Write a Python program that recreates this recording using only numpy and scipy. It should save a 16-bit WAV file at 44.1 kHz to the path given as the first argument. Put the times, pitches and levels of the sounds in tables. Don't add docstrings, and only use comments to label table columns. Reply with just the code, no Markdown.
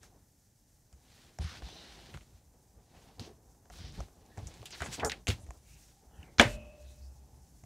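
import sys
import numpy as np
from scipy import signal
from scipy.fft import rfft, irfft
from scipy.io import wavfile
from scipy.ndimage import uniform_filter1d

SR = 44100
rng = np.random.default_rng(int(sys.argv[2]) if len(sys.argv) > 2 else 0)


def waveform_to_disk(signal):
    frames = np.transpose(np.atleast_2d(signal))
    scaled = np.clip(frames, -1, 1) * 32767
    samples = np.round(scaled).astype(np.int16)
    wavfile.write(sys.argv[1], SR, samples)


def linear_from_db(decibels):
    return 10 ** (np.asarray(decibels, float) / 20)


N = 337629


def level(x, db):
    return x * linear_from_db(db) / np.sqrt(np.mean(x ** 2))


def band(x, hz, width):
    return signal.lfilter(*signal.iirpeak(min(hz, .4 * SR), hz / width, fs=SR), x)


def walk(rate):
    hold = int(SR / rate)
    steps = np.repeat(rng.standard_normal(N // hold + 1), hold)
    return 2.0 * uniform_filter1d(uniform_filter1d(steps, hold), hold)[:N]


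def coloured(points):
    hz, db = np.transpose(points)
    log_hz = np.log(np.fft.rfftfreq(N, 1 / SR) + 1)
    gain = linear_from_db(np.interp(log_hz, np.log(hz), db, left=-60))
    return irfft(rfft(rng.standard_normal(N)) * gain, N)


def add(out, s, x):
    i = int(s * SR)
    out[i:i + len(x)] += x[:N - i]


def fade(t60, seconds):
    return np.exp(-np.log(1000) * np.arange(int(seconds * SR)) / SR / max(t60, .003))


def mode(hz, t60, seconds):
    return np.sin(2 * np.pi * hz * np.arange(int(seconds * SR)) / SR) * fade(t60, seconds)


def slips(scatter_db, size):
    strength_db = scatter_db * np.minimum(rng.exponential(size=size), 7)
    return rng.standard_normal(size) * linear_from_db(strength_db)


# pitch_hz, density_db (per Hz)
ROOM_SPECTRUM = [(15, -36.5), (25, 1), (55, 3.5), (99, 2), (293, -11), (384, -16.5), (775, -20.5),
                 (988, -32.5), (1290, -28.5), (1740, -25.5), (1940, -27.5), (3430, -42.5), (6380, -27.5),
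                 (14400, -29), (16000, -41)]
ROOM_DB = -66


def room_air():
    hollow = level(band(rng.standard_normal(N), 820, 130), -84)
    return (level(coloured(ROOM_SPECTRUM), ROOM_DB) + hollow) * linear_from_db(0.79 * walk(9))


# start_s, length_s, level_db
SWAYS = [
    (6.68, 0.12, -65.5),
    (6.764, 0.204, -47.5),
    (6.957, 0.219, -47),
    (7.148, .15, -52.5),
    (7.3, 0.104, -54),
    (7.407, 0.22, -59),
]


def sway():
    size = np.zeros(N)
    for s, seconds, db in SWAYS:
        add(size, s, linear_from_db(db) * np.hanning(int(seconds * SR)) ** 0.73)
    return np.sqrt(2) * size * np.sin(2 * np.pi * 66 * np.arange(N) / SR)


def thump_train(rows, t60):
    out = np.zeros(N)
    for s, db, hz in rows:
        swell = (1 - fade(3.9 / hz, .6)) ** 2
        ring = mode(hz, t60, .6) + linear_from_db(-11.5) * mode(2.3 * hz, 0.73 * t60, .6)
        add(out, s, linear_from_db(db + 9.5) * swell * ring)
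    return out


# start_s, level_db, pitch_hz
THUMPS = [(0.927, -47.5, 67.1), (1.254, -58, 68.7), (1.389, -28.5, 73.8), (1.439, -29, 73.9),
          (1.62, -35, 57.6), (1.826, -72, 87.5), (2.338, -53, 79), (2.455, -53, 67.5), (2.957, -50.5, 66),
          (3.191, -41.5, 100), (3.479, -54, 56), (3.994, -35, 74.5), (4.089, -52.5, 60.6),
          (4.165, -50.5, 62.5), (4.417, -40, 76.5), (4.602, -47, 106.3), (4.984, -43.5, 114.4),
          (5.028, -31.5, 70), (5.089, -40.5, 62.2), (5.282, -24.5, 98.3), (5.428, -42.5, 76.2),
          (6.059, -50, 56.5), (6.571, -37.5, 57.9), (6.649, -49.5, 59.6), (7.63, -48.5, 106.3)]
# start_s, level_db, pitch_hz
PRESSES = [
    (2.138, -42, 74.4),
    (3.798, -39, 83.5),
    (4.373, -35.5, 98.3),
    (4.449, -34.5, 66),
    (4.806, -32.5, 75),
    (5.479, -34.5, 57.7),
    (6.183, -41, 76),
    (6.385, -23.5, 80),
    (6.448, -28, 115),
]


def palms():
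    return thump_train(THUMPS, t60=0.11) + thump_train(PRESSES, t60=0.1)


# start_s, level_db, tilt_db (per octave)
BUMPS = [
    (5.0295, -27, 5),
    (5.0325, -21, 1),
    (5.0405, -27, -2),
    (5.0478, -23, 0),
    (5.0545, -27, 3),
    (5.0625, -35, 0),
    (5.0705, -32, -1),
    (5.077, -35, -2),
]
# pitch_hz, level_db, t60_s
HOLLOW_MODES = [(436, 2, .08), (560, -2, .05), (684, 1, .07), (829, -2, .05), (1210, -7, .03),
                (1320, -8, .03), (1660, -10, .03), (1950, -15, .02)]


def bumps():
    out = np.zeros(N)
    chance = rng.standard_normal((len(BUMPS), len(HOLLOW_MODES)))
    for (s, db, tilt_db), sides in zip(BUMPS, chance):
        ring = 0
        for side, (hz, mode_db, t60) in zip(sides, HOLLOW_MODES):
            gain = linear_from_db(mode_db + tilt_db * np.log2(hz / 600))
            ring = ring + np.sign(side) * gain * mode(hz, t60, .15)
        ring = ring * (1 - fade(.002, .15))
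        add(out, s, linear_from_db(db) * ring / abs(ring).max())
    return out


RAP_S, RAP_DB = 6.3968, -3.3
# pitch_hz, level_db, t60_s
QUICK_MODES = [(233.3, 1, 0.35), (580, 2.5, 0.2), (947, -9, 0.19), (1287, -10, 0.23), (1660, 10, 0.061),
               (1711, -9, 0.15), (2080.5, -3, 0.3), (2350, -13, 0.2), (2632, -12, 0.27), (2844, -9.5, 0.3),
               (2966, -10.5, 0.3), (3450, -1.5, 0.1), (4059, -16, 0.2), (5770, -9, 0.12)]
# pitch_hz, level_db, t60_s
LASTING_MODES = [(219, -37, .7), (598, -39, 1.2), (2540, -51, 1.2), (2640, -51, 1.1), (2940, -45, 0.55),
                 (49.1, -27.5, 0.69)]
# pitch_hz, level_db, t60_s
RATTLE_BANDS = [(444, -18, 0.2), (800, -18, 0.17), (1800, -17, .2), (2900, -15, 0.029), (2700, -26, .2),
                (6000, -33.5, 0.23)]


def rap():
    out = np.zeros(N)
    length_s = 1.2
    quick = 0
    for k, (hz, db, t60) in enumerate(QUICK_MODES):
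        quick = quick + (-1) ** k * linear_from_db(db - 15.0) * mode(hz, min(0.44 * t60, .16), length_s)
    snap = linear_from_db(-2) * mode(1500, .009, length_s) + linear_from_db(-3) * mode(2300, .014, length_s)
    snap = snap + linear_from_db(-7) * mode(3200, .022, length_s) + linear_from_db(-16) * mode(6500, .015, length_s)

    noise = rng.standard_normal((len(RATTLE_BANDS) + len(LASTING_MODES), int(length_s * SR)))
    lasting = 0
    for n, (hz, db, t60) in zip(noise[::-1], LASTING_MODES):
        shaken = level(band(n, hz, 8 + .03 * hz), -3) * fade(t60, length_s)
        lasting = lasting + linear_from_db(db) * (mode(hz, t60, length_s) + shaken)
    rattle = 0
    for n, (hz, db, t60) in zip(noise, RATTLE_BANDS):
        rattle = rattle + level(band(band(n, hz, 0.89 * hz), hz, 0.89 * hz), db) * fade(t60, length_s)
    add(out, RAP_S, linear_from_db(RAP_DB) * (quick - snap + lasting + rattle))
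    return out


# start_s, level_db, low_hz, high_hz
SPARKS = [(1.388, -46, 5460, 7200), (1.6222, -45, 500, 2400), (1.3875, -42, 600, 2300),
          (5.0785, -44, 6300, 9300), (5.0895, -50, 6000, 9000), (1.623, -55.5, 5000, 6800),
          (1.688, -50, 5300, 7000), (1.569, -54, 6000, 6900), (1.6885, -52, 500, 1200),
          (6.229, -48, 2550, 2950), (6.234, -56, 1650, 1940), (5.5065, -43, 600, 1300),
          (2.134, -52, 1500, 3500), (2.1735, -43, 600, 2400), (4.389, -48, 5000, 7500),
          (4.617, -47, 2500, 4500), (4.6555, -41, 6000, 15000), (4.673, -54, 4000, 11000),
          (4.807, -51.5, 6000, 12500), (4.8204, -37, 2500, 11000), (4.861, -40.5, 2000, 4200),
          (4.9345, -42, 5000, 11000), (5.0475, -40, 2800, 14000), (5.098, -23.5, 1500, 4630),
          (5.1183, -25, 1580, 4560), (5.2825, -36, 4000, 14000), (5.3031, -39, 5500, 10000),
          (6.413, -18, 4800, 8200), (6.414, -24, 2700, 3670), (6.424, -29, 5000, 7000)]


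def sparks():
    out = np.zeros(N)
    for (s, db, low_hz, high_hz), a in zip(SPARKS, rng.standard_normal((len(SPARKS), 600))):
        burst = a * fade(.012, 1)[:len(a)]
        bandpass = signal.butter(2, [low_hz, high_hz], "band", fs=SR, output="sos")
        snap = signal.sosfilt(bandpass, burst)
        add(out, s, linear_from_db(db) * snap / abs(snap).max())
    return out


def tick_train(rows, tail_db):
    out = np.zeros(N)
    chance = rng.standard_normal((len(rows), 2, SR // 5))
    for (s, db, hz, tip_db, wood_db), (a, b) in zip(rows, chance):
        burst = mode(hz, 2.5 / hz, .2) + linear_from_db(tail_db - 5.0) * a * fade(0.11, .2)
        middle = band(band(burst, hz, 1.1 * hz), hz, 1.1 * hz)
        tip = band(band(.5 * burst + a * fade(.006, .2), 6500, 2600), 6500, 3200)
        wood_noise = band(band(b * fade(0.02, .2), 420, 830), 610, 1000)
        wood = mode(710, 0.031, .2) + linear_from_db(13.5) * wood_noise
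        parts = [(middle, 0), (tip, tip_db + 8.0), (wood, wood_db + 1.5)]
        add(out, s, sum(linear_from_db(db + part_db) * part / abs(part).max() for part, part_db in parts))
    return out


# start_s, level_db, pitch_hz, tip_db, wood_db (the last two re level_db)
KNOCKS = [(1.3871, -38.5, 1740, -6, 1), (1.6217, -43.5, 1440, -18, 1.5), (1.6885, -52, 1000, -20, 5),
          (3.5482, -75.5, 1750, 1, 16), (3.656, -61.5, 1350, -8, 4.5), (3.7004, -49.5, 1800, -4.5, 1.5),
          (3.7045, -57, 1780, -12.5, 10.5), (3.7873, -55, 1540, 1.5, 5), (4.0844, -52, 1120, -14, -3.5),
          (4.375, -44, 1720, -12, -1), (4.3804, -44.5, 1820, -10, 3.5), (4.6284, -47.5, 1440, -14.5, 5),
          (5.0774, -44, 1430, -20, -11), (5.4886, -62.5, 1760, -8, 9), (5.5065, -48.5, 1940, -2.5, 9),
          (6.4105, -14.5, 2190, -32.5, -3.5)]
CLICKS = [(1.5687, -48, 1630, -31, -21.5), (2.1456, -42.5, 1330, -18, -1), (2.173, -46, 1830, -11, -8.5),
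          (2.9494, -62, 1740, -7, 5), (3.1957, -32, 4350, -54.5, -11), (3.729, -56, 8500, -6, -20),
          (3.738, -49.5, 1300, -12.5, -13), (3.923, -63.5, 8500, 3, -14), (4.262, -65, 5500, 0, -5),
          (4.0043, -54, 1070, 8.5, 17.5), (5.0968, -25.5, 3750, -37.5, -29.5),
          (5.2706, -22.5, 2700, -14, -13.5), (5.2807, -27, 2900, -6.5, -13.5),
          (5.2854, -22.5, 4520, -16.5, -15), (6.2298, -58, 2750, -4, -11.5), (7.638, -54.5, 1920, -4.5, 3)]
SNAGS = [(0.0315, -51, 1740, -2, -13), (0.9272, -58.5, 1700, 0.5, -2.5), (2.1405, -42.5, 2650, -21, -4),
         (2.2089, -51.5, 2320, -15, -19), (4.4707, -63, 4960, 16.5, -8.5), (4.5405, -49, 3350, -4.5, -24),
         (4.6571, -35, 3500, -14.5, -35), (4.7062, -44, 3170, -8, -18), (4.805, -31, 1490, -20, -8),
         (4.8195, -26.5, 1515, -13.5, -5.5), (4.8602, -35.5, 1820, -20, -2.5), (4.997, -30, 2500, -38, -18),
         (5.0478, -32, 1480, 3.5, -7), (5.0478, -31.5, 7640, -29, -30), (5.1182, -26.5, 2250, -30, -15),
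         (5.3014, -23.5, 2480, -19.5, -14), (5.4655, -55, 2150, -8, -8)]


def ticks():
    return tick_train(KNOCKS, -16.5) + tick_train(CLICKS, -7.5) + tick_train(SNAGS, 0)


# start_s, length_s, level_db, centre_hz, width_hz
BRUSHES = [(1.404, 0.14, -60, 3700, 5200), (1.405, 0.049, -64, 9400, 2800),
           (1.423, 0.164, -59.5, 1474, 990), (1.62, 0.36, -66, 5300, 1800),
           (3.194, 0.0933, -58, 4400, 3960), (3.208, 0.0209, -44.5, 222, 150),
           (3.737, 0.2, -58.5, 4464, 2980), (4.724, 0.034, -48, 2600, 4100),
           (4.831, 0.055, -54, 7630, 6000), (4.884, 0.0247, -41, 201, 150), (4.913, 0.049, -51, 6930, 9000),
           (5.018, 0.044, -35.5, 934, 1800), (5.051, 0.038, -39, 841, 1500), (5.048, .05, -45, 7000, 600),
           (5.048, .04, -48, 8600, 600), (5.05, .04, -58, 12000, 6000), (1.4, .19, -66, 5800, 1300),
           (1.62, .3, -66, 4050, 350), (5.274, 0.0254, -37, 2760, 3060), (5.279, 0.039, -39.5, 381, 268),
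           (5.394, 0.0575, -64.5, 8480, 5100), (6.439, 0.13, -53.5, 5506, 7000),
           (6.383, 0.00355, -30.5, 3280, 6000), (6.386, 0.015, -31.5, 2990, 6500)]
# start_s, length_s, level_db,
# first_hz, last_hz
HUMS = [
    (1.612, 0.346, -61, 3850, 3954),
    (3.291, 0.0438, -56.5, 395, 402),
    (5.903, 0.59, -73, 800, 826.3),
    (7.049, 0.48, -74.5, 830, 804.5),
]
# start_s, length_s, level_db, first_hz, last_hz, width_hz
SWEEPS = [(1.4, 0.193, -61, 1000, 1500, 330), (1.477, 0.14, -63, 1900, 2800, 500),
          (1.56, 0.41, -64.5, 2900, 3015, 400), (1.618, .16, -61, 3600, 3400, 300),
          (1.625, .2, -67.5, 5900, 6000, 500), (4.277, 0.12, -70.5, 1700, 1827, 300),
          (4.696, 0.063, -50.5, 6200, 4200, 2600), (4.765, 0.0314, -63, 8000, 8000, 9000),
          (4.836, 0.042, -50, 7300, 6700, 1800), (4.915, .055, -45, 6600, 7200, 2600),
          (6.07, .24, -72.5, 3250, 2500, 600), (6.17, .2, -69.5, 2400, 2000, 400),
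          (6.42, .17, -62, 10000, 10000, 8000), (5.6, .26, -70, 2450, 2600, 730),
          (2.93, .08, -68, 1800, 2000, 2200), (5.52, .07, -72, 1100, 900, 700),
          (5.36, .12, -66, 600, 620, 120), (7.22, .07, -76, 8500, 8500, 8000),
          (7.32, .07, -76, 8500, 8500, 8000), (7.47, .06, -74, 8500, 8500, 8000),
          (7.54, .06, -75, 8500, 8500, 8000), (5.1, .02, -44, 2400, 2600, 2200),
          (1.75, .22, -69, 2050, 1800, 270), (1.95, .2, -70, 3200, 3100, 500),
          (4.994, .025, -43.5, 3200, 1900, 1300), (6.05, 0.316, -71.5, 1530, 1700, 600),
          (6.823, 0.142, -70.5, 3800, 3850, 800), (6.98, .13, -69, 4303, 5700, 1300)]


def strokes():
    out = np.zeros(N)
    rows = [(s, seconds, db, hz, hz, width, .3) for s, seconds, db, hz, width in BRUSHES]
    rows += [(*row, min(0.19 * row[3], 800), .3) for row in HUMS]
    rows += [(*row, 1) for row in SWEEPS]
    chance = slips(3.0, (len(rows), 2, SR // 2))
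    for (s, seconds, db, first_hz, last_hz, width, soft), (a, b) in zip(rows, chance):
        n = min(int(seconds * SR), len(a))
        lowpass = signal.butter(5, width / 2, fs=SR, output="sos")
        spread = signal.sosfilt(lowpass, (a + 1j * b)[-n - SR // 20:])[-n:]
        carrier = np.exp(2j * np.pi * np.cumsum(np.linspace(first_hz, last_hz, n)) / SR)
        add(out, s, level((spread * carrier).real, db) * np.hanning(n) ** soft)
    return out


def gestures(rows, swells, attack_s, release_db_s, rest_db, rest_other_db):
    t = np.arange(N) / SR
    sag_db_s = 4
    main, other = linear_from_db(2 * rest_db), linear_from_db(2 * rest_other_db)
    moves = []
    for s, seconds, db, rel_db in rows:
        rise = np.clip((t - s) / attack_s, 0, 1) ** 2
        loss_db = sag_db_s * np.maximum(t - s, 0) + release_db_s * np.maximum(t - s - seconds, 0)
        moves.append((rise * linear_from_db(-2 * loss_db), db, rel_db))
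    for s, seconds, db, rel_db in swells:
        moves.append((np.exp(-((t - s) / seconds) ** 2), db, rel_db))
    for shape, db, rel_db in moves:
        main = main + shape * linear_from_db(2 * db)
        other = other + shape * linear_from_db(2 * (db + rel_db))
    return 10 * np.log10(main), 10 * np.log10(other)


def friction(body, db, scatter_db, rate, flicker_db):
    out, shared = 0, walk(rate)
    for hz, width, share_db in body:
        ring = band(band(slips(scatter_db, N), hz, 1.3 * width), hz, 1.3 * width)
        flicker = flicker_db * (shared + walk(2 * rate))
        out = out + linear_from_db(share_db + flicker) * level(ring, 0)
    return level(out, 0) * linear_from_db(db)


# centre_hz, width_hz, level_db
BOARD = [(53, 9.6, -2), (66.7, 6.9, -5), (101, 64, -2), (150, 60, -10.5)]
WOOL = [(250, 360, 9), (475, 390, -4.5), (774, 190, 2), (1010, 190, -8)]
FIBRE = [(1630, 870, -2.5), (2500, 3300, 5), (3850, 1900, 2.5), (4800, 1700, -2)]
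FUZZ = [(6000, 2100, 1), (7520, 4400, -0.5), (9700, 12000, -3.5), (12950, 4000, -21)]
# start_s, length_s, scrape_db, board_db (re scrape)
SLIDES = [(0, 0.17, -66, 2.5), (1.385, 0.034, -51.5, 9), (1.48, 0.7, -57.5, -0.5), (1.63, 0.043, -67, 16.5),
          (2.12, 0.0413, -59.5, 15), (2.2, 0.176, -71, 9), (3.17, 0.12, -58.5, 4.5),
          (3.69, 0.29, -62.5, 8.5), (3.82, 0.1, -64.5, 18.5), (3.97, 0.0075, -45.5, 10),
          (4.36, 0.016, -50, -12.5), (4.4, 0.04, -63, 18), (4.45, 0.33, -60.5, -1), (4.8, 0.13, -52, 1),
          (4.97, 0.132, -43.5, -6), (5.13, 0.081, -67.5, 11.5), (5.27, 0.044, -47.5, 13.5),
          (5.35, 0.219, -65, 5.5), (6.4, 0.2, -67, 17)]
# start_s, length_s, hiss_db, fuzz_db (re hiss)
RUSTLES = [(0, 0.043, -65.5, -0.5), (1.39, 0.19, -53, -36), (1.61, 0.488, -57.5, -14),
           (2.1, 0.13, -70.5, 0), (3.19, 0.0867, -63, -9.5), (3.7, 0.075, -61.5, -3),
           (3.76, 0.126, -58, -22.5), (3.92, 0.1, -58.5, -10.5), (4.36, 0.51, -62.5, -7.5),
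           (4.72, 0.25, -54.5, -7.5), (4.91, 0.0228, -42.5, -10), (4.98, 0.058, -75.5, -17),
           (5.12, 0.048, -64.5, -12), (5.27, 0.046, -50, -4), (5.36, 0.18, -76, 1), (6.38, 0.046, -53, -20)]
# peak_s, half_length_s, scrape_db, board_db (re scrape)
SHIFTS = [
    (1.237, 0.22, -68.5, 0),
    (2.563, 0.077, -72, -1.5),
    (2.796, 0.038, -67, 9),
    (3.039, 0.102, -62.5, -1),
    (3.468, 0.69, -68.5, 1.5),
    (4.222, 0.31, -66, -1.5),
    (5.774, 0.17, -71.5, 11.5),
    (6.243, 0.12, -61.5, -1),
    (6.699, 0.1297, -67, 7),
    (7.203, 0.349, -70, 9.5),
]
# peak_s, half_length_s, hiss_db, fuzz_db (re hiss)
STIRS = [
    (1.2, 0.12, -65.5, -4),
    (2.33, 0.084, -75.5, -10),
    (3.03, 0.12, -68, -13.5),
    (4.31, 0.14, -74.5, -9),
    (5.78, .15, -70.5, 4.5),
    (6.279, 0.089, -75, -3.5),
    (6.871, 0.14, -73.5, 2),
    (7.4, 0.53, -83.5, 9),
]


def drag():
    wool_db, board_db = gestures(SLIDES, SHIFTS, attack_s=0.024, release_db_s=252.5,
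                                 rest_db=-89, rest_other_db=-81.5)
    fibre_db, fuzz_db = gestures(RUSTLES, STIRS, attack_s=0.032, release_db_s=248,
                                 rest_db=-85.5, rest_other_db=-75)
    rumble = friction(BOARD, board_db, scatter_db=1.1, rate=9, flicker_db=1.2)
    scrape = friction(WOOL, wool_db, scatter_db=3.5, rate=30, flicker_db=1.0)
    hiss = friction(FIBRE, fibre_db, scatter_db=3.5, rate=40, flicker_db=.7)
    fuzz = friction(FUZZ, fuzz_db, scatter_db=2.5, rate=40, flicker_db=.9)
    return rumble + scrape + hiss + fuzz


def scene():
    background = room_air() + sway()
    blows = palms() + bumps() + rap()
    contacts = sparks() + ticks()
    return np.tile(background + blows + contacts + strokes() + drag(), (2, 1))


# pitch_hz, density_db (per Hz)
HISS_SPECTRUM = [(25, -9), (250, -13), (600, -14.5), (1100, -29.5), (4000, -24), (6400, -15), (15000, -16)]


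def channel_difference(one):
    return level(coloured(HISS_SPECTRUM), -79.5) + linear_from_db(-37) * band(one, 280, 300)


def low_pass(x):
    return signal.sosfilt(signal.butter(12, 16810, fs=SR, output="sos"), x)


def record(dry):
    difference = channel_difference(dry[0])
    both = np.clip(dry + np.array([difference, -difference]), -.99, .99)
    both = signal.sosfilt(signal.butter(2, 30, "high", fs=SR, output="sos"), both)
    both = signal.sosfilt(signal.ellip(8, .3, 40, 15700, fs=SR, output="sos"), both)
    return low_pass(both)


dry = scene()
out = record(dry)
waveform_to_disk(out)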